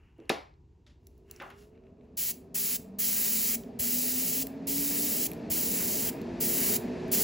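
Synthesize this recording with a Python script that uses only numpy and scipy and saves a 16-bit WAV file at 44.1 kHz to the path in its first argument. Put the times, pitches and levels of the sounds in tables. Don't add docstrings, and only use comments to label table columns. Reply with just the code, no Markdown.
import sys
import numpy as np
from scipy import signal
from scipy.fft import rfft, irfft, next_fast_len
from scipy.io import wavfile
from scipy.ndimage import uniform_filter1d

SR = 44100
rng = np.random.default_rng(int(sys.argv[2]) if len(sys.argv) > 2 else 0)


def field_ratio(decibels):
    return 10 ** (np.asarray(decibels, dtype=float) / 20)


def dump_mix(stems):
    frames = np.atleast_2d(stems).T
    limited = np.clip(frames, -1, 1)
    pcm = np.round(limited * 32767).astype(np.int16)
    wavfile.write(sys.argv[1], SR, pcm)


N = 318843
TIME = np.arange(N) / SR
SIZE = next_fast_len(N + SR)
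HZ = np.maximum(np.fft.rfftfreq(SIZE, 1 / SR), 1)


def at_hz(points, hz=HZ):
    table = np.array(points)
    return np.interp(np.log(hz), np.log(table[:, 0]), table[:, 1])


def rms_one(x):
    return x / np.sqrt(np.mean(x ** 2) + 1e-20)


def shaped(x, gain):
    return irfft(rfft(x, SIZE) * gain, SIZE)[..., :N]


def noise(gain):
    return rms_one(shaped(rng.standard_normal(SIZE), gain))


def drift(hz):
    r = np.exp(-32 * np.pi * hz / SR)
    slow = signal.lfilter([1], [1, -2 * r, r * r], rng.standard_normal(N // 16 + 1002))[1000:]
    return np.interp(np.arange(N) / 16, np.arange(len(slow)), rms_one(slow))


def band(x, low_hz, high_hz):
    return signal.sosfilt(signal.butter(2, [low_hz, high_hz], "band", fs=SR, output="sos"), x)


def ring(click, hz, t60):
    r, w = field_ratio(-60 / (t60 * SR)), 2 * np.pi * hz / SR
    return signal.lfilter([0, np.sin(w)], [1, -2 * r * np.cos(w), r * r], click + 1e-18)


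def add(track, s, sound):
    at = round(s * SR)
    track[at:at + len(sound)] += sound[:N - at]


def spin():
    full_blade_hz, from_s, spin_up_s = 649, -.1715, 8.688
    return full_blade_hz * (1 - np.exp(-(TIME - from_s) / spin_up_s))


def fan():
    # (blade rate [Hz], level [dB])
    blade_levels = [(70, -92), (135, -78), (170, -58.5), (215, -47), (280, -41), (330, -52), (352, -43.5),
                    (372, -41.5)]
    # (multiple of the motor rate [1], level [dB])
    whine_tones = [(2, -55.5), (3, -57.5), (4, -56.5), (5, -59), (6, -54.5), (7, -57.5), (8, -60.5)]
    # (frequency [Hz], density [dB per Hz])
    roar_colour = [(18, -43.5), (30, -8), (102, -7), (165, -7.5), (247, 3.5), (309, -12.5), (419, -3.5),
                   (517, -13.5), (637, -6), (772, -14), (1400, -26), (1820, -51), (3080, -120)]
    # (frequency [Hz], width [Hz], boost [dB])
    duct_modes = [(170.8, 13, 15.5), (270, 44, 9.5), (460, 77, 10), (659, 17, 5)]
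    # (frequency [Hz], density [dB per Hz])
    rush_colour = [(600, -27.5), (900, -2), (1270, -16.5), (1750, -6.5), (2000, -11), (2600, -9),
                   (3000, -17.5), (4700, -17.5), (5600, -23), (16000, -36.5)]
    motor_per_blade = .569
    blade_hz = spin()
    turn = 2 * np.pi * np.cumsum(blade_hz) / SR

    blade_db = at_hz(blade_levels, blade_hz) + 2.3 * drift(4.1)
    blade = np.sqrt(2) * field_ratio(blade_db) * np.sin(turn + 0.14 * drift(12))

    roar_at_reference_db, reference_hz, roar_power, catches_hz = -40, 300, 2.41, 89
    growth = (blade_hz / reference_hz) ** roar_power / np.hypot(1, (catches_hz / blade_hz) ** 2)
    roar_db = roar_at_reference_db + 20 * np.log10(growth)
    duct = 1 + sum((field_ratio(db) - 1) / np.hypot(1, 2 * (HZ - hz) / width) for hz, width, db in duct_modes)
    roar = field_ratio(roar_db + .5 * drift(22.0)) * noise(field_ratio(at_hz(roar_colour)) * duct)

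    whine = sum(field_ratio(db + 1.2 * drift(4.6)) * np.sin(k * motor_per_blade * turn) for k, db in whine_tones)
    whine = whine * field_ratio(.4 * (roar_db + 37.5))
    window = 1 / np.hypot(1, ((HZ - 398) / 32) ** 2)
    whine = field_ratio(7) * shaped(whine, window)

    rush_gain = field_ratio(at_hz(rush_colour)) / np.hypot(1, (HZ / 9500) ** 3)
    rush = field_ratio(-52) * (blade_hz / 360) ** 3.83 * noise(rush_gain)
    return blade + whine + roar + rush


def movement(s, length_s):
    rise_db_per_s, fall_db_per_s = 454, 261
    before_s = np.clip(s - TIME, 0, None)
    after_s = np.clip(TIME - s - length_s, 0, None)
    return field_ratio(-rise_db_per_s * before_s - fall_db_per_s * after_s)


def rustle():
    # (time [s], length [s], bright level [dB], dull level [dB])
    moves = [
        (0, 0.1, -94.5, -74),
        (0.198, 0.2, -90, -70.5),
        (1.047, 0.15, -86.5, -94),
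        (1.302, 0.2, -72.5, -66),
        (1.584, 0.049, -68, -73),
        (1.75, 0.016, -103, -76),
        (1.858, 0.014, -94, -79),
        (2.025, .03, -93, -81.5),
        (2.147, 3.6, -114, -91.5),
    ]
    still = field_ratio(np.array([[-97], [-92.5]]))
    gains = np.array([movement(s, length_s) for s, length_s, _, _ in moves])
    bright_gain, dull_gain = field_ratio(np.array(moves)[:, 2:]).T @ gains + still
    bright = noise(1 / np.hypot(1, (3000 / HZ) ** 2) / np.hypot(1, HZ / 9000))
    dull_slopes = 1 / np.hypot(1, (500 / HZ) ** 2) / np.hypot(1, (HZ / 2950) ** 12)
    dull_peak = 1 + 1.2 / (1 + ((HZ - 2800) / 130) ** 2)
    dull = noise(dull_slopes * dull_peak)
    grain = field_ratio(drift(150))
    return grain * (field_ratio(2) * bright_gain * bright + dull_gain * dull)


def ticks():
    # (time [s], peak level [dB], low edge [Hz], high edge [Hz])
    contacts = [(.181, -64, 4000, 15000), (0.201, -55, 2010, 6000), (.255, -63, 2000, 8900),
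                (0.539, -66, 3450, 4800), (1.0705, -40.5, 8800, 17050), (1.069, -46, 3500, 6950),
                (1.179, -57.5, 4540, 15800), (1.312, -27.5, 4940, 16900), (1.362, -43, 5000, 7300),
                (1.366, -53, 9000, 16000), (1.4232, -42, 10030, 16000), (1.503, -47, 5570, 17000),
                (1.753, -65, 1200, 3520), (1.777, -58, 1216, 3500), (1.8378, -61, 1192, 3020),
                (1.868, -58, 1186, 2940), (2.01, -60, 1210, 2970), (3.636, -43.5, 2000, 7400),
                (4.469, -25, 10600, 17000), (4.47, -35.5, 2500, 8000), (5.316, -27, 11000, 16760),
                (5.3164, -35.5, 2170, 4500), (5.334, -34, 6000, 16500), (6.216, -38.5, 3000, 16500),
                (7.0814, -44, 7000, 14000)]
    # (frequency [Hz], level [dB])
    metal_modes = [(2600, -2), (4400, -6.5), (6300, -14), (7700, -12.5), (10500, -15), (12000, -3.5),
                   (13800, 2.5), (15500, 1)]
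    out = np.zeros(N)
    for s, db, low_hz, high_hz in contacts:
        crack = rng.standard_normal(2000) * np.exp(-np.arange(2000) / (0.0011 * SR))
        modes = sum(field_ratio(level_db + rng.normal(0, 4)) * ring(crack, hz, .005) for hz, level_db in metal_modes)
        tick = band(.15 * modes + crack, low_hz, min(high_hz, 16200))
        add(out, s, field_ratio(db) * tick / np.abs(tick).max())
    return out


def knocks():
    # (time [s], level [dB], low edge [Hz], high edge [Hz], length [s])
    hits = [(0.185, -40.5, 258, 454, 0.029), (0.294, -20.5, 4000, 13100, 0.0015),
            (0.2952, -12.5, 1740, 2600, .002), (0.2978, -16.5, 2530, 5160, 0.0035),
            (0.3001, -14.5, 248, 933, 0.005), (0.3165, -25, 198, 810, .002),
            (0.865, -51.5, 900, 4830, 0.029), (1.400, -33.5, 1000, 2700, .008),
            (1.419, -39.5, 1500, 2800, 0.011), (1.411, -36, 625, 1380, 0.038),
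            (1.501, -42, 700, 2610, 0.016)]
    # (frequency [Hz], level [dB], t60 [s])
    plate_modes = [(264, -1.5, 0.056), (341, 11.5, .05), (576, 2.5, 0.11), (735, -7, 0.032),
                   (2080, -8.5, .015), (4340, -15, 0.007)]
    # (time [s], level [dB], frequency [Hz])
    bumps = [
        (0.639, -47, 110),
        (1.211, -52, 108),
        (1.401, -43, 250),
        (2.361, -41, 341),
        (2.797, -32, 196),
        (3.801, -31, 80),
        (5.501, -33, 70),
        (7.05, -39, 50),
    ]
    out, to_walls, t = np.zeros(N), np.zeros(N), TIME[:SR // 4]
    for s, db, low_hz, high_hz, length_s in hits:
        rattle = band(rng.standard_normal(len(t)) * np.exp(-t / length_s), low_hz, high_hz)
        modes = sum(field_ratio(level_db) * ring(rattle, hz, t60) for hz, level_db, t60 in plate_modes)
        sound = field_ratio(db) * (.3 * modes / np.abs(modes).max() + rattle / np.abs(rattle).max())
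        add(out, s, sound)
        spread = band(np.eye(1, len(t))[0], low_hz, high_hz)
        add(to_walls, s + length_s, spread * np.linalg.norm(sound) / np.linalg.norm(spread))
    for s, db, hz in bumps:
        add(out, s, field_ratio(db) * ring(np.eye(1, SR // 5)[0], hz, 4.2 / hz))
    return out, to_walls


def wall_echo(jet, sweep):
    notch_hz, sag_hz, width_hz, share = 3797, 470, 150, 0.81
    centre_hz = notch_hz - sag_hz * np.sin(np.pi * sweep) + 60 * drift(24)
    turn = np.exp(2j * np.pi * np.cumsum(centre_hz) / SR)
    r = np.exp(-2 * np.pi * width_hz / SR)
    cancelled = np.real(signal.lfilter([1 - r], [1, -r], jet / turn) * turn)
    return jet - 2 * share * cancelled


def airbrush(open_s=0.0056, shut_s=0.0049, flutter_db=0.5):
    # (air on [s], air off [s])
    pulls = [
        (2.169, 2.314),
        (2.543, 2.763),
        (2.985, 3.554),
        (3.789, 4.428),
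        (4.668, 5.268),
        (5.499, 6.097),
        (6.401, 6.767),
        (7.114, 7.3),
    ]
    # (level at start [dB], level at end [dB], low body [dB])
    jet_levels = [(-40.5, -41, -1), (-39.5, -40, -0.5), (-38, -38, 0.5), (-39, -40, 0), (-40.5, -39, 0),
                  (-39, -40.5, 1), (-39, -36.5, 2.5), (-35.5, -36.5, 2)]
    # (frequency [Hz], density [dB per Hz])
    jet_colour = [(300, -28.5), (900, -23.5), (1500, -19), (2050, -12), (2500, -12), (2900, -9.5),
                  (3500, -10), (4200, -9), (4800, -6.5), (6000, -6.5), (7600, -1.5), (9300, -3),
                  (12000, -0.5), (15500, 5.5), (17000, -16.5)]
    (on_s, off_s), rows = np.transpose(pulls), np.array(jet_levels)
    pull = np.clip(np.searchsorted(on_s, TIME) - 1, 0, None)
    held_s = np.clip(TIME - on_s[pull], 0, None)
    released_s = np.clip(TIME - off_s[pull], 0, None)
    valve = (1 - np.exp(-held_s / open_s)) * np.exp(-released_s / shut_s)

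    progress = np.clip(held_s / (off_s - on_s)[pull], 0, 1)
    level_db = rows[pull, 0] + (rows[pull, 1] - rows[pull, 0]) * progress
    top_db = -1 + np.exp(-held_s / .12)
    body_db = rows[pull, 2] + 1.45 * drift(5.5)

    hand_sweep = np.clip(held_s / .62, 0, 1)
    jet = wall_echo(noise(field_ratio(at_hz(jet_colour))), hand_sweep)
    jet = jet / np.std(band(jet, 3000, 7000))
    top, body = band(jet, 9000, 22000), band(jet, 340, 3100)
    jet = jet + (field_ratio(top_db) - 1) * top + (field_ratio(body_db) - 1) * body

    spit = signal.lfilter([1], [1, -.93], rng.random(N) < 40 / SR)
    flutter = flutter_db * drift(37) + 0.44 * drift(300)
    jet = (1 + .8 * spit) * field_ratio(level_db + flutter) * jet
    return valve * shaped(jet, HZ < 15850)


def room_floor():
    # (frequency [Hz], density [dB per Hz])
    floor_colour = [(15, -56.5), (25, -5.5), (86, -5.5), (106, -12), (139, -11), (219, -22), (392, -19.5),
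                    (605, -43.5), (957, -34), (1220, -48.5), (8000, -55), (10400, -86), (17600, -120)]
    return field_ratio(-58.5) * noise(field_ratio(at_hz(floor_colour)) / np.hypot(1, (HZ / 9000) ** 2))


def shop(x, delay_s):
    # (frequency [Hz], t60 [s])
    shop_t60 = [(150, .24), (1000, 0.35), (4000, 0.32), (12000, .22)]
    t, tail = TIME[:SR // 2], 0
    for hz in 45 * 2. ** np.arange(9):
        t60 = at_hz(shop_t60, hz * 1.4)
        octave = band(rng.standard_normal(len(t)), hz, min(2 * hz, 20000))
        tail = tail + octave * field_ratio(-60 * t / t60) / np.sqrt(t60)
    tail = tail * np.clip(t / max(delay_s, 1e-4), 0, 1)
    return signal.fftconvolve(x, tail / np.linalg.norm(tail))[:N]


def scene():
    # (frequency [Hz], level [dB])
    side_width = [(40, -25), (110, -17), (200, -28.5), (380, -13), (700, -9), (1290, -5.5), (1900, -14),
                  (2400, -24.5), (6000, -25), (7500, -35)]
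    background = fan() + rustle() + room_floor()
    brush = ticks() + airbrush()
    blows, to_walls = knocks()
    tails = field_ratio(-14) * shop(brush, delay_s=.003) + field_ratio(-7.5) * shop(to_walls, delay_s=0.006)
    mid = brush + blows + shaped(tails + background, np.clip((15900 - HZ) / 150, 0, 1) ** 2)
    side = shaped(shop(mid, delay_s=0.0013), field_ratio(at_hz(side_width)))
    return np.array([mid + side, mid - side])


def drop_weaker(ports, mid_db, side_db, waver_db, jump_db=4):
    mid_side = [ports[0] + ports[1], ports[0] - ports[1]]
    lines = signal.stft(mid_side, nperseg=1024, window="hann")[2]
    power = (np.abs(lines[:, :512]) ** 2).reshape(2, 64, 8, -1).sum(axis=2)
    power = uniform_filter1d(power, size=5)
    waver = np.repeat(rng.standard_normal(power.shape), 2, axis=2)[..., :power.shape[2]]
    limit_db = np.reshape([mid_db, side_db], (2, 1, 1)) + waver_db * waver
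    keep = power > power[::-1] * field_ratio(2 * limit_db)
    keep[:, :6] = True
    treble = power[:, 8:].sum(axis=(0, 1))
    keep[..., 2:] |= treble[2:] > field_ratio(2 * jump_db) * treble[:-2]
    lines[:, :512] *= np.repeat(keep, 8, axis=1)
    mid, side = signal.istft(lines, nperseg=1024, window="hann")[1][:, :N] / 2
    return np.array([mid + side, mid - side])


def top_cut(x):
    return signal.sosfilt(signal.butter(12, 17110, fs=SR, output="sos"), x)


def record(dry):
    # (frequency [Hz], level [dB])
    left_lean = [(100, 1), (250, -1), (430, -2.5), (700, 4), (950, 2.5), (1400, 0.5)]
    turn_from_hz, turn_every_hz = 6760, 4430
    turn = np.pi * np.clip(HZ - turn_from_hz, 0, None) / turn_every_hz
    lean = field_ratio(at_hz(left_lean) / 2) * np.exp(-1j * turn)
    low_cut = np.hypot(1, (45 / HZ) ** 4)
    ports = shaped(dry, np.array([lean, 1 / lean]) / low_cut)
    mix = drop_weaker(ports, mid_db=-8.0, side_db=-3.0, waver_db=1.0)
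    return top_cut(mix)


dry = scene()
out = record(dry)
dump_mix(out)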